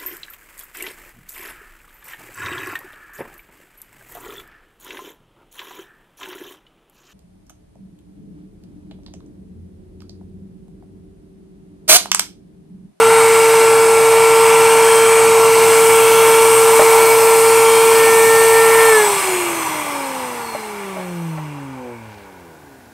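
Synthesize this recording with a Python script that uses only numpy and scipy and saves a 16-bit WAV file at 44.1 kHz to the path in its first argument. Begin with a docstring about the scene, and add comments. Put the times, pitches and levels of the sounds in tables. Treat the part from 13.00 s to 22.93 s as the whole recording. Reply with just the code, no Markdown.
"""A wood router under a table runs at full speed, is switched off and coasts down, close to one microphone.
Its shaft sings at multiples of the turning speed and sweeps down through mount, table and shroud resonances.
Cooling air roars through the housing as filtered noise; mains hum lasts while the power is on.
Near the microphone a slotted board is set down and picked up: ringing knocks, scrapes and a treble echo.
A steady shop and microphone floor with a faint electronic whistle lies behind it all."""
import sys
import numpy as np
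from scipy import signal
from scipy.fft import rfft, irfft, next_fast_len
from scipy.io import wavfile
from scipy.ndimage import uniform_filter1d, map_coordinates

SR = 44100
rng = np.random.default_rng(int(sys.argv[2]) if len(sys.argv) > 2 else 0)


def generate_wav(sig):
    """Save sig (samples, or channels by samples) to the path in sys.argv[1] as 16-bit PCM at SR."""
    pcm = np.round(np.clip(np.atleast_2d(sig).T, -1, 1) * 32767).astype(np.int16)
    wavfile.write(sys.argv[1], SR, pcm)


N = 437902
TIME_S = np.arange(N) / SR

OFF_S = 5.874  # the power starts to fade
FULL_HZ = 451.9  # nominal turns a second under power
STALL_HZ = 19  # turns a second below which the fan moves no air
UNBALANCE_POWER = 1.8  # the once-a-turn shake grows with this power of speed
TABLE_BASE_DB, SHROUD_BASE_DB = -43, -48  # gain between the resonances
TOP_HZ = 15730  # upper limit of the recorded band

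# Slowing, in turns/s per s: (friction, its easing times speed, fan drag times speed squared)
BRAKING = (65.2, -.1123, .0010066)
# Mount resonances shaken by the shaft: (f/Hz, width/Hz, level/dB, polarity with size)
MOUNT_MODES = [(106, 8, -18, 0.89), (164, 18.7, -8, -0.92), (269, 70, -29, -1.24), (366, 36, -19.5, -1.08),
               (437.2, 39.5, -10.5, -1.017)]
# Speeds at which the mount passes nothing: (f/Hz, half width/Hz)
DEAD_SPOTS = [(124, 5), (385, 7.3)]
# Multiples of the shaft speed; 4.39 is a bearing
ORDER_NUMBERS = [2, 3, 4, 4.39, 5, 6, 7]
# One row an order: (phase/rad, magnetic drive level/dB, its wander/dB, singing level/dB,
# mechanical level/dB, power of speed)
UPPER_ORDERS = [(0.014, -24, 1.5, -60, 1, 2.76), (-1.74, -26, 0.5, -30.5, 3.5, 3.44),
                (-0.99, -62, 2.5, -22, 0, 2.6), (0, -73, 2.5, -70, -17, 1.86),
                (-.9, -32, 3, -30.5, 0.5, 2.63), (1.9, -46, 4, -65, 0.5, 2.4),
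                (-0.2, -47, 7.5, -63, -10, 2)]
# Rise and fall of the singing, added to each order's singing level: (t/s, level/dB)
SINGING = [(0, -40), (3.75, -40), (3.85, -18), (4.92, -13), (5.02, -1), (5.86, 1.5), (5.94, 6.5),
           (6.06, -9), (6.2, -40), (9.93, -60)]
# Critical speeds that wake the orders from 3 up: (f/turns a second, width/turns a second, level/dB)
RATTLES = [(122.3, 12, 12.5), (182, 16, 7), (248, 26, 7)]
# Table resonances that carry the mechanical orders: (f/Hz, width/Hz, level/dB)
TABLE_MODES = [(147, 79, -11.5), (258, 56, -6), (338, 52, -13.5), (404, 50, -14.5), (490, 48, -19.5),
               (538, 70, -22), (598, 30, -28.5), (765, 83, -32), (840, 45, -25), (929, 40, -28),
               (971, 39, -34), (1158, 47, -26), (1380, 130, -36), (2140, 160, -35.5)]
# Fan or commutator tones: (order, level/dB before the shroud, power of speed)
BLADES = [(19, 0, 2), (38, 0, 5)]
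# Shroud resonances that carry the blade whistle: (f/Hz, width/Hz, level/dB)
SHROUD_MODES = [(2200, 160, -30), (2850, 150, -36), (4300, 240, -29), (5400, 300, -39), (6150, 500, -33),
                (6950, 450, -31), (8100, 600, -23.5), (11700, 2400, -30.5)]
# Air parts rumble, roar, rasp, rush, hiss, fizz:
# (full-speed level/dB before the treble changes, power of speed, share of the shading)
AIR_PARTS = [(-32.5, 1.52, 0), (-19.5, 1.89, -0.034), (-24, 2.01, 0), (-27.5, 2.8, 0.26),
             (-23.5, 3.1, 0.0088), (-27.5, 3.6, 0.85)]
# Where one air part hands over to the next: f/Hz
AIR_SPLITS_HZ = [520, 1500, 3500, 6700, 10300]
# Housing resonances, relative within each air part: (f/Hz, width/Hz, level/dB per Hz)
HOUSING_MODES = [(163, 25, -59.5), (400, 165, -55.5), (663, 170, -54), (807, 49, -45.5), (934, 162, -42.5),
                 (1142, 123, -46.5), (1350, 59, -55), (1725, 70, -52.5), (2080, 190, -50.5),
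                 (2301, 270, -45.5), (2743, 245, -50.5), (3196, 270, -57.5), (3420, 93, -59),
                 (3777, 120, -59), (4273, 144, -58), (4580, 110, -72), (5000, 125, -60), (5340, 200, -64.5),
                 (6040, 220, -57.5), (7370, 1450, -61), (8250, 710, -53), (8640, 610, -55),
                 (9540, 1150, -55.5), (12160, 2300, -56.5)]
# Broad air spectrum between them, on the same scale: (f/Hz, level/dB per Hz)
HOUSING_BASE = [(30, -100), (60, -78), (110, -60.5), (300, -63), (1500, -51), (3000, -61), (7000, -67.5),
                (13000, -62), (15700, -62)]
# Treble as board and hands move: (t/s, shading/dB, rasp level/dB, hiss level/dB, blade whistle level/dB)
TREBLE = [(0, -11, 2, -3, -1), (.2, -10, 2.5, 0.5, 4), (.4, -7, 0.5, -1.5, -1), (.85, -11, -1, -2, -13),
          (1.2, -7, 1.5, -2.5, 2), (1.65, -6, 2, 0, 0), (2, -7, 0.5, -0.5, 0), (2.16, -10, 1.5, 2, -1),
          (2.45, -5, -3, -2, -11), (2.75, -1.5, 0.5, -.5, -10), (3.2, 1, 1.5, -0.5, -3),
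          (3.55, -0.5, 0, 0, 5), (4.1, 1.5, 0, -0.5, 0), (4.7, -2.5, -2, 0.5, 2), (5, 0.5, -1, -1.5, -10),
          (5.4, 0.5, -0.5, 0.5, -1), (5.8, 0, 2, -0.5, -3), (5.9, -2, 0.5, 0.5, -1), (8.3, 9, -0.5, -1, 0),
          (8.65, -2, -0.5, -1, 0), (9.93, -4, -2, -5, 0)]
# Echo off the board near the microphone: (t/s, delay/ms, strength 0-1)
BOARD_ECHO = [(0, 0.25, 0), (.3, 0.23, 0), (.7, .4, 0.2), (1.1, 0.43, 0.1), (1.7, 0.35, 0.2),
              (2.2, 0.28, 0), (2.45, 0.26, 0.3), (2.7, 0.5, 0), (9.93, 0.25, 0.2)]
# Magnetic hum: (f/Hz, mean level/dB)
HUM_TONES = [(120, -41.5), (240, -50), (360, -42)]
# Board contacts: (t/s, level/dB, thud level/dB relative to it,
# hardness/dB gained two octaves above the main mode)
KNOCKS = [(3.452, -15, -40, -6), (3.7942, 1.5, -34, 7), (3.8178, -4, -36, 10), (7.5495, -12, -40, -7),
          (7.5565, -18, -36, -3), (7.9645, -21, -36, -3), (7.969, -17, -36, -2), (7.9835, -19, -36, -2),
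          (7.992, -23, -36, 3), (7.998, -22, -36, 9), (8.006, -26, -36, 10), (8.376, -28, -22, 11),
          (8.3827, -23, -16, 11)]
# Board modes, the main one second: (f/Hz, level/dB before hardness, 60 dB decay/s)
BOARD_MODES = [(430, -16, .02), (620, 0, .035), (785, -2, .03), (1050, -7, .022), (1300, -9, .02),
               (1800, -12, .016), (2300, -16, .012)]
# Board dragged off the table, then turned in the hand: (middle t/s, length/s, level/dB, top f/Hz)
SCRAPES = [(8.01, .07, -43, 3500), (9.16, 0.24, -54, 4500), (9.8, .2, -57, 1500)]
# Shape of the shop and microphone floor: (f/Hz, relative level/dB)
FLOOR_SHAPE = [(20, -10), (45, -12), (80, 5), (150, -7), (300, -12), (850, -1), (1300, -26), (1450, -1),
               (1900, -13.5), (3000, -20.5), (6000, -21.5), (10000, -23), (15700, -26)]


def shaft_speed():
    """Turns a second: full speed, then braked by friction and fan drag; it hunts slightly."""
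    hz = np.linspace(FULL_HZ, 0, 2000)
    friction, easing, drag = BRAKING
    slowing = friction + easing * hz + drag * hz ** 2
    reached_s = OFF_S + np.cumsum((hz[0] - hz[1]) / slowing)
    hunting = .0004 * wobble(25) + .0005 * wobble(1.5) * power_on()
    return np.interp(TIME_S, reached_s, hz) * (1 + hunting)


def power_on():
    """Motor power: 1 until the switch, then a straight fade over 49 ms."""
    return np.clip((OFF_S - TIME_S) / 0.049 + 1, 0, 1)


def unbalance(speed, angle):
    """Once-a-turn shake through the mount's resonances; mains torque ripple puts sidebands on it."""
    ripple = 2 * np.pi * HUM_TONES[0][0] * TIME_S
    upper = amp(-36.5) * np.cos(angle + ripple)
    lower = amp(-44.0) * np.cos(angle - ripple)
    response = 0
    for center, width, db, polarity in MOUNT_MODES:
        damping = 1j * speed * width
        response = response + polarity * amp(db) * damping / (center ** 2 - speed ** 2 + damping)
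    gain = np.abs(response)
    for center, half_width in DEAD_SPOTS:
        gain = gain * np.abs(speed - center) / np.hypot(speed - center, half_width)
    force = (speed / FULL_HZ) ** UNBALANCE_POWER * amp(0.19 * wobble(8))
    return np.sqrt(2) * (power_on() * (upper + lower) + gain * force * np.cos(angle))


def whine(speed, angle):
    """Upper shaft orders, driven magnetically, singing and sweeping through the table's resonances."""
    out = np.zeros(N)
    singing_db = curves(SINGING)[0]
    rattle_db = sum(db * np.exp(-(2 * (speed - c) / w) ** 2) for c, w, db in RATTLES)
    for order, row in zip(ORDER_NUMBERS, UPPER_ORDERS):
        phase, drive_db, wander_db, sing_db, mechanical_db, power = row
        flutter_db = min(.15 * order ** 2, 1.8) * wobble(14)  # higher orders flutter more, up to a limit
        drive = power_on() * amp(drive_db + wander_db * wobble(2.5))
        singing = amp(sing_db + singing_db)
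        mechanical = amp(mechanical_db + rattle_db * (order > ORDER_NUMBERS[0]))
        mechanical = mechanical * (speed / FULL_HZ) ** power
        mechanical = mechanical * swept(TABLE_MODES, TABLE_BASE_DB, order * speed)
        size = np.sqrt(2) * amp(flutter_db) * np.sqrt(drive ** 2 + singing ** 2 + mechanical ** 2)
        out += size * np.cos(order * angle + phase)
        if order == 4.39:
            out += .5 * size * np.cos((order - 1) * angle)  # one turn below the bearing tone
    tenth = power_on() * amp(-41 + 3.5 * wobble(7.5)) * np.cos(10 * angle)
    return out + tenth


def blade_whistle(speed, angle):
    """Blade tone and its octave through the shroud; brush arcing unsettles them more under power."""
    flutter_db = (1 + 2.5 * power_on()) * wobble(22) + curves(TREBLE)[-1]
    out = np.zeros(N)
    for order, db, power in BLADES:
        size = np.sqrt(2) * amp(db + flutter_db) * (speed / FULL_HZ) ** power
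        out += size * swept(SHROUD_MODES, SHROUD_BASE_DB, order * speed) * np.cos(order * angle)
    return out


def air(speed, angle):
    """Turbulent cooling air, lightly chopped once a turn; its treble dies first as the fan slows."""
    flow = patchy(patchy_db=1.5) * (1 + 0.09 * np.cos(angle))
    pace = np.clip((speed - STALL_HZ) / (FULL_HZ - STALL_HZ), 0, 2)
    shading_db, rasp_db, hiss_db, _ = curves(TREBLE)
    extra_db = {2: rasp_db, 4: hiss_db}  # by part number
    out = np.zeros(N)
    for part, (db, power, share) in enumerate(AIR_PARTS):
        noise = unit(filtered(flow, lambda hz: housing(hz) * air_band(hz, part)))
        level_db = db + share * shading_db + extra_db.get(part, 0) + 0.43 * wobble(4)
        out += amp(level_db) * pace ** power * noise
    return out


def air_band(hz, part):
    """Gain that picks one part of the air noise, between its two handover frequencies."""
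    def below(split_hz):
        return 1 / (1 + (hz / split_hz) ** 8)

    upper = below(AIR_SPLITS_HZ[part]) if part < len(AIR_SPLITS_HZ) else 1
    lower = below(AIR_SPLITS_HZ[part - 1]) if part > 0 else 0
    return upper - lower


def housing(hz):
    """Gain of the housing's resonances over the broad base."""
    return peaks(HOUSING_MODES, along(HOUSING_BASE, hz), hz)


def reflected(x):
    """The board held near the microphone mirrors the treble: a comb that sweeps as it turns."""
    delay_ms, strength = curves(BOARD_ECHO)
    treble = filtered(x, lambda hz: hz ** 4 / (hz ** 4 + 7600.0 ** 4))
    echo = map_coordinates(treble, [np.arange(N) - delay_ms * SR / 1000], mode="nearest")
    return x + strength * echo


def cabinet(x):
    """Short dense echoes under the table comb the middle treble into narrow fixed bands."""
    t = np.arange(SR // 10) / SR
    tail = rng.standard_normal(len(t)) * amp(-60 * t / .05)  # 60 dB down in 50 ms
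    echoes = signal.fftconvolve(x, tail / np.linalg.norm(tail))[:N]
    return x + .3 * filtered(echoes, lambda hz: np.exp(-(np.log((hz + 1) / 4500) / .5) ** 2))


def hum():
    """Magnetic hum at twice the mains frequency and its multiples, while the power is on."""
    out = np.zeros(N)
    for hz, db in HUM_TONES:
        out += np.sqrt(2) * amp(db + 1.3 * wobble(7)) * np.sin(2 * np.pi * hz * TIME_S)
    return power_on() * out


def knocks():
    """Each contact rings the board and thumps the table; hard contacts wake the upper modes."""
    out = np.zeros(N + SR)
    t = np.arange(SR // 5) / SR
    main_hz = BOARD_MODES[1][0]
    for start_s, db, thud_db, hard_db in KNOCKS:
        ring = np.zeros(len(t))
        for hz, mode_db, t60 in BOARD_MODES:
            tilt_db = hard_db * np.log(hz / main_hz) / np.log(4)
            level_db = mode_db + tilt_db + rng.normal(0, 1) - 60 * t / t60
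            ring += amp(level_db) * np.sin(2 * np.pi * hz * t)
        thud = amp(thud_db) * (t / .002) * np.exp(1 - t / .002)  # one push, largest at 2 ms
        onset = 1 - np.exp(-t / .0006)
        out[round(start_s * SR):][:len(t)] += amp(db) * (ring * onset - thud)
    return out[:N]


def scrape():
    """Rough wood-on-wood friction: gritty noise that swells and fades with each slide."""
    grit = rng.standard_normal(N) * amp(4 * wobble(250))
    out = np.zeros(N)
    for middle_s, length_s, db, top_hz in SCRAPES:
        swell = np.exp(-(2 * (TIME_S - middle_s) / length_s) ** 4)
        rub = unit(filtered(grit, lambda hz: hz / (600 + hz) / (1 + (hz / top_hz) ** 4)))
        out += amp(db) * swell * rub
    return out


def background():
    """Steady shaped noise of shop and microphone, with a faint electronic whistle."""
    noise = unit(filtered(rng.standard_normal(N), lambda hz: amp(along(FLOOR_SHAPE, hz))))
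    electronic = amp(-68 + wobble(6)) * np.sin(2 * np.pi * 12764 * TIME_S)
    return amp(-46.5) * noise + electronic


def amp(db):
    """dB to gain."""
    return 10 ** (np.asarray(db) / 20)


def unit(x):
    """Scaled to rms 1."""
    return x / np.sqrt(np.mean(x ** 2) + 1e-20)


def along(points, hz):
    """Values between (f/Hz, value) points on a log frequency axis."""
    f, values = np.transpose(points)
    return np.interp(np.log(hz + 1), np.log(f + 1), values)


def curves(rows):
    """One value per sample for each column after the time."""
    s, *columns = np.transpose(rows)
    return [np.interp(TIME_S, s, column) for column in columns]


def wobble(rate):
    """A smooth random curve, rate knots a second."""
    knots = rng.standard_normal(int(N * rate / SR) + 4)
    return map_coordinates(knots, [np.arange(N) * rate / SR])


def filtered(x, response):
    """x times a response of frequency."""
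    m = next_fast_len(N + 8192)
    return irfft(rfft(x, m) * response(np.fft.rfftfreq(m, 1 / SR)), m)[..., :N]


def patchy(patchy_db):
    """White noise with drifting patches of gain in time and frequency."""
    z = signal.stft(rng.standard_normal(N), nperseg=512)[2]
    field = uniform_filter1d(rng.standard_normal(z.shape), size=3, axis=0)
    field = uniform_filter1d(field, size=60, axis=1)
    return signal.istft(z * amp(patchy_db * unit(field)), nperseg=512)[1][:N]


def peaks(table, base_db, hz):
    """Gain of steep-sided resonances over a base, summed as power."""
    power = sum(amp(db) ** 2 / (1 + (2 * (hz - c) / w) ** 4) for c, w, db in table)
    return np.sqrt(power + amp(base_db) ** 2)


def swept(table, base_db, hz):
    """Gain met by a tone that glides through the resonances."""
    grid = np.geomspace(50, SR / 2, 1500)
    return np.interp(hz, grid, peaks(table, base_db, grid))


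def scene():
    """Router, board and background at one microphone, which feeds both channels."""
    speed = shaft_speed()
    angle = 2 * np.pi * np.cumsum(speed) / SR
    tones = unbalance(speed, angle) + whine(speed, angle) + blade_whistle(speed, angle) + hum()
    roar = cabinet(reflected(air(speed, angle)))
    mono = tones + roar + knocks() + scrape() + background()
    return np.array([mono, mono])


def record(dry):
    """Microphone chain: bass cut below 60 Hz, clipping at full scale, band limit."""
    x = filtered(dry, lambda hz: 1j * hz / (60 + 1j * hz))
    x = x / (1 + np.abs(x) ** 12) ** (1 / 12)  # clips with a slightly rounded knee
    return filtered(x, lambda hz: hz < TOP_HZ)


dry = scene()
out = record(dry)
generate_wav(out)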